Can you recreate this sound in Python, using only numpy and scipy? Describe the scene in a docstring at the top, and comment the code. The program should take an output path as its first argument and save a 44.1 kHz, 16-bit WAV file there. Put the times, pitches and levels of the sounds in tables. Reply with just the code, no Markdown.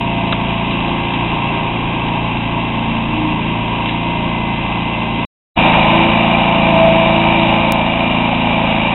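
"""In a back yard, a single-cylinder four-stroke engine turns the steel drum of a concrete mixer trailer.
The exhaust throbs as a stack of tones locked to the firing, and a thin drive whine sings with it at first.
Valves and piston clatter as noise bursts, wet gravel churns as random blows, and cooling air is plain noise;
all three are coloured by the steel covers and drum. Single stones and tools knock as ringing bursts.
It is heard first from beside the slab, then, after a short silence, from close to the drum."""
import sys
import numpy as np
from scipy import signal
from scipy.fft import rfft, irfft, next_fast_len
from scipy.io import wavfile
from scipy.ndimage import uniform_filter1d

SR = 44100
rng = np.random.default_rng(int(sys.argv[2]) if len(sys.argv) > 2 else 0)


def transcribe(signal):
    """Save signal, clipped to [-1, 1], as a 16-bit WAV file at the path in sys.argv[1]."""
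    frames = np.atleast_2d(signal).T
    limited = np.clip(frames, -1, 1)
    pcm = np.round(limited * 32767).astype(np.int16)
    wavfile.write(sys.argv[1], SR, pcm)


N = 394251
TIME = np.arange(N) / SR

# exhaust tones: multiple of the firing rate, level at the slab/dB, level at the drum/dB
EXHAUST_TONES = [(1, -38, -37), (2, -32.5, -32), (3, -47.5, -38.5), (4, -27, -27.5), (5, -30.5, -31),
                 (6, -27, -22.5), (7, -30.5, -25), (8, -31, -23), (9, -32, -28.5), (10, -34.5, -38.5),
                 (11, -38, -32), (12, -35, -31.5), (13, -50.5, -44.5), (14, -39.5, -51.5), (16, -49, -43),
                 (19, -41.5, -33), (20, -51, -37), (22, -39.5, -35.5), (23, -42.5, -51.5), (24, -39.5, -28),
                 (25, -43, -32), (28, -40, -32.5), (30, -40, -31.5), (32, -40.5, -30.5), (33, -35, -40.5),
                 (34, -35.5, -30), (35, -41, -37.5), (37, -37, -32)]
# broad colour of the machine: f/Hz, density at the slab/dB per Hz, density at the drum/dB per Hz,
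# for a drive of unit power and before the panels ring
MACHINE_COLOUR = [(20, -52, -57), (45, -52, -48.5), (90, -51.5, -53.5), (165, -52.5, -53.5),
                  (332, -49, -48.5), (444, -59.5, -59.5), (640, -58, -46.5), (952, -49, -45.5),
                  (1430, -72, -63.5), (1900, -66.5, -59.5), (2455, -55, -52), (2907, -57.5, -53.5),
                  (3086, -62.5, -58.5), (3960, -68.5, -63)]


def from_db(db):
    """Decibels to gain."""
    return 10 ** (np.asarray(db) / 20)


def rms_one(x):
    """Scale to unit power."""
    return x / np.sqrt(np.mean(x ** 2) + 1e-20)


def in_time(rows):
    """Draw each column of a time table as a curve over every sample."""
    times, *columns = np.transpose(rows)
    return [np.interp(TIME, times, column) for column in columns]


def swing_db(load):
    """How far churning and rattle stand above the mean of their table rows, in dB."""
    means = np.mean(load, axis=0)[1:]
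    return [curve - mean for curve, mean in zip(in_time(load), means)]


def drift(rate_hz):
    """Slow random wander with a spread of one: noise through two equal one-pole lowpasses."""
    step = 40  # samples between the points of the wander
    r = np.exp(-2 * np.pi * rate_hz * step / SR)
    noise = rng.standard_normal(N // step + 2002)
    slow = signal.lfilter([1], [1, -2 * r, r * r], noise)[2000:]  # drop the filter's start-up
    return np.interp(np.arange(N) / step, np.arange(len(slow)), rms_one(slow))


def resonate(x, hz, width_hz):
    """One two-pole resonance with a gain of one at its peak."""
    r = np.exp(-np.pi * width_hz / SR)
    zeros = np.array([1, 0, -1]) * (1 - r * r) / 2
    poles = [1, -2 * r * np.cos(2 * np.pi * hz / SR), r * r]
    return signal.lfilter(zeros, poles, x)


def coloured(x, hz, db):
    """Shape a white signal of unit power to a spectrum in dB per Hz, falling off below the first point."""
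    size = next_fast_len(N)
    f = np.maximum(np.arange(size // 2 + 1) * SR / size, 1)
    gain = from_db(np.interp(np.log(f), np.log(hz), db)) * np.minimum(f / hz[0], 1)
    return irfft(rfft(x, size) * gain, size)[:N] * np.sqrt(SR / 2)


def heard(span, fade_in_s=0.022, fade_out_s=0.00092):
    """One within a stretch of time, zero outside, with quick edges."""
    opening = (TIME - span[0]) / fade_in_s + .5
    closing = (span[1] - TIME) / fade_out_s
    return np.clip(np.minimum(opening, closing), 0, 1) ** 2


def crank(speed, start_s, wobble=.0012):
    """Engine cycles, one firing each, counted from a start time; no two take quite as long."""
    rate, = in_time(speed)
    return np.cumsum(rate * (TIME >= start_s)) / SR + wobble * drift(12)


def boom_db(order):
    """Now and then one exhaust tone booms out in a bell-shaped swell."""
    # booms: t at the height/s, multiple of the firing rate, lift/dB, length/s
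    booms = [(0.302, 24, 8.5, .9), (0.397, 7, 6, 0.98), (2.9, 8, 9.5, 0.87), (3.25, 11, 17.5, 0.34),
             (3.904, 11, 8.5, 0.22), (5.996, 12, 8.5, 0.22), (6.891, 24, 8, 0.72), (7.245, 12, 7, 0.82),
             (4.352, 8, 6, 0.32), (5.102, 8, 7, 0.47), (8.252, 9, 7.5, 0.7)]
    return sum(db * np.exp(-(2 * (TIME - s) / length) ** 2)
               for s, which, db, length in booms if round(which) == order)


def exhaust(cycles, levels, rings_hz, unsteady_db=0.3, slip=0.016, scatter=.2):
    """One puff a cycle as a stack of tones; muffler and yard smear the puff across the cycle."""
    firing_hz, ring_half_width_hz = 28, 4  # nominal rate that sets the lags
    fade_db_per_order, fade_most_db, fades_hz = 0.2, 3, 1.8
    diffuse_order = 6  # tones above this multiple arrive by many paths, out of step
    force = unsteady_db * drift(7.5)
    out = 0
    for order, db in zip(np.round(np.array(EXHAUST_TONES)[:, 0]), levels):
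        # tones fade in and out among the yard's echoes, the high ones more deeply
        fading = min(fade_db_per_order * order, fade_most_db) * drift(fades_hz)
        # each resonance holds the puff back by its phase, in radians
        lag = sum(np.arctan((order * firing_hz - hz) / ring_half_width_hz) for hz in rings_hz)
        lag = lag + slip * order * drift(5)
        lag = lag + scatter * max(order - diffuse_order, 0) * rng.standard_normal()
        gain = np.sqrt(2) * from_db(db + fading + boom_db(order) + force)
        out = out + gain * np.cos(2 * np.pi * order * cycles - lag)
    return out


def whine(speed, waver_hz=13, flicker_db=1.0):
    """The drive, geared to the engine, sings one thin wavering tone that rises and falls with its speed."""
    per_firing = 72.5  # whine cycles per firing
    start_db, rise_db, rise_at_s, rise_s = -39, 4.7, 4, .25  # it grows louder once and stays so
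    hz = per_firing * in_time(speed)[0] + waver_hz * drift(25)
    db = start_db + rise_db * np.clip((TIME - rise_at_s) / rise_s + .5, 0, 1)
    gain = np.sqrt(2) * from_db(db + flicker_db * drift(22))
    return gain * np.sin(2 * np.pi * np.cumsum(hz) / SR)


def clatter(cycles, decay=0.12, repeat_db=7.0, low_hz=420):
    """Valves and piston strike at fixed crank angles; each short rattle partly repeats every cycle."""
    # metal contacts: share of the cycle, relative strength/dB
    contacts = [(0.209, 1.5), (.29, -6.5), (.65, -1), (.85, 0.5)]
    force = 0
    for angle, db in contacts:
        since_strike = (cycles - angle) % 1
        force = force + from_db(db) * np.exp(-since_strike / decay)  # decay as a share of the cycle
    pattern = rng.standard_normal(1560)
    place = (cycles % 1 * (len(pattern) - 1)).astype(int)
    rattle = rng.standard_normal(N) + from_db(repeat_db) * pattern[place]
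    # hard contacts carry little bass
    no_bass = signal.butter(2, low_hz, "high", fs=SR, output="sos")
    return rms_one(signal.sosfilt(no_bass, force * rattle))


def gravel(per_s=2500, size_db=2.0, clump_db=2.0, low_hz=250):
    """Stones tumble against the drum wall as random single blows that come in clumps."""
    hits = rng.random(N) < per_s * from_db(clump_db * drift(9)) / SR
    size = from_db(size_db * np.minimum(rng.exponential(1, N), 4))
    blows = hits * size * rng.choice([-1, 1], N)
    no_bass = signal.butter(1, low_hz, "high", fs=SR, output="sos")
    return rms_one(signal.sosfilt(no_bass, blows))


def machine(cycles, colour, panels, load, clatter_db, gravel_db, fan_db, split_hz=1600):
    """Clatter, gravel and cooling air all sound through the same steel covers and drum."""
    surge_db, surges_hz = .5, 2.3  # the churning surges at random as the mix tumbles
    drive = from_db(clatter_db) * clatter(cycles) + from_db(gravel_db) * gravel()
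    drive = drive + from_db(fan_db) * rng.standard_normal(N)
    body = coloured(drive, np.array(MACHINE_COLOUR)[:, 0], colour)
    body = body + sum((from_db(db) - 1) * resonate(body, hz, width) for hz, width, db in panels)
    low = signal.sosfiltfilt(signal.butter(2, split_hz, fs=SR, output="sos"), body)
    high = body - low
    churn_db, rattle_db = swing_db(load)
    churn_db = churn_db + surge_db * drift(surges_hz)
    return from_db(churn_db) * low + from_db(rattle_db) * high


def knocks():
    """Stones and tools knock singly: each a brief noise burst that rings broadly around its pitch."""
    # knocks and clacks: t/s, level/dB, f/Hz, decay/s
    strikes = [(.3244, -12, 2100, .003), (.3258, -7, 2750, .003), (.3292, -8, 950, .0035),
               (.71, -24, 3200, .02), (.805, -22, 2700, .006), (1.137, -17.5, 2700, .014),
               (2.084, -20, 2700, .008), (3.858, -22, 2750, .02), (3.888, -20.5, 2650, .035),
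               (5.738, -12, 750, .022), (6.3845, -15, 2500, .005), (7.396, -16, 2500, .006)]
    out = np.zeros(N)
    age = np.arange(SR // 5) / SR
    for s, db, hz, decay in strikes:
        dying = np.exp(-age / decay)
        burst = rms_one(resonate(rng.standard_normal(len(age)), hz, hz / 2) * dying)
        at = round(s * SR)
        # a longer decay carries more energy
        out[at:at + len(age)] += from_db(db) * burst * np.sqrt(np.mean(dying ** 2))
    return out


def scene(exhaust_follows=0.76):
    """The mixer from the slab, then from beside the drum, where the exhaust eases with the load."""
    # the two listening spots: start t/s, end t/s
    spots = [(0, 5.251), (5.566, 9)]
    # engine speed, hunting around 28 firings a second: t/s, firing rate/Hz
    speed_slab = [(0, 28.47), (0.28, 28.15), (0.62, 28.13), (1, 28.56), (2.8, 28.4), (3.35, 27.93),
                  (3.95, 28.51), (4.4, 28.36), (5.25, 28.34)]
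    speed_drum = [(5.57, 27.39), (5.8, 27.11), (6.38, 28.48), (6.78, 27.34), (7.55, 27.76), (8.05, 28.07),
                  (8.42, 27.95), (8.72, 27.22), (8.93, 27.9)]
    # ringing panels and covers that face each spot: f/Hz, width/Hz, lift/dB (negative dips)
    panels_slab = [(557, 0.94, 8), (674, 20, 6), (960, 16, -2), (1107, 62, 5), (1393, 13, 6.5),
                   (1583, 72, 9.5), (2160, 15, -0.5), (2320, 11, -6.5), (2697, 40, 8), (3207, 73, 5.5),
                   (3600, 44, 1.5)]
    panels_drum = [(555, 7.9, 7.2), (658.4, 17, 4.8), (1047, 18, 3.5), (1247, 19, 3.7), (1548, 41, 5.1),
                   (2330, 45, 5), (2383, 30, 9.9), (2826, 38, 5.9), (3670, 80, 4.3)]
    # loudness of the load, used relative to its mean: t/s, churning level/dB, rattle level/dB
    load_slab = [(0, -23.5, -25), (1.2, -20.5, -23), (1.8, -21, -25), (3.401, -22.5, -25),
                 (5.25, -22, -24.5)]
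    load_drum = [(5.6, -12, -15), (6.6, -14, -19), (7.5, -14, -17.8), (7.85, -16, -21), (8.9, -16.5, -19.5)]
    # muffler and yard resonances that hold the puff back
    rings_slab_hz, rings_drum_hz = [155, 233, 265], [125, 186, 300]
    puff_at_slab, puff_at_drum = .72, .49  # share of the cycle at which the puff arrives
    _, tones_slab, tones_drum = np.transpose(EXHAUST_TONES)
    _, colour_slab, colour_drum = np.transpose(MACHINE_COLOUR)

    far = crank(speed_slab, spots[0][0])
    slab = exhaust(far - puff_at_slab, tones_slab, rings_slab_hz) + whine(speed_slab)
    slab += machine(far - .036, colour_slab, panels_slab, load_slab,
                    clatter_db=-6.5, gravel_db=-6.0, fan_db=-3.0)

    near = crank(speed_drum, spots[1][0])
    drum = exhaust(near - puff_at_drum, tones_drum, rings_drum_hz)
    drum *= from_db(exhaust_follows * swing_db(load_drum)[0])
    drum += machine(near - .38, colour_drum, panels_drum, load_drum,
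                    clatter_db=-9.0, gravel_db=-4.5, fan_db=-2.0)
    return (slab * heard(spots[0]) + drum * heard(spots[1]) + knocks())[None]


def record(dry):
    """A narrow-band channel that clips; faint treble noise that follows the sound's level flickers mostly above
    it, and one sharp tick sounds."""
    # faint treble noise: f/Hz, density/dB per Hz relative to the sound's level
    hiss = [(3000, -100), (4300, -93.5), (5500, -88.5), (6400, -106.5), (7200, -90), (8300, -91),
            (9600, -104), (15500, -110)]
    mic_top_hz, cutoff_hz = 3900, 15800
    tick_s, tick_db = 7.7221, 2.0
    mic_band = signal.ellip(10, .1, 60, mic_top_hz, fs=SR, output="sos")
    out = signal.sosfiltfilt(mic_band, np.clip(dry, -.88, .88))
    level = np.sqrt(np.abs(uniform_filter1d(out ** 2, size=600)))
    out = out + level * coloured(rng.standard_normal(N), *np.transpose(hiss))
    out[:, round(tick_s * SR)] += from_db(tick_db)
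    return signal.sosfilt(signal.ellip(10, .3, 80, cutoff_hz, fs=SR, output="sos"), out)


dry = scene()
out = record(dry)
transcribe(out)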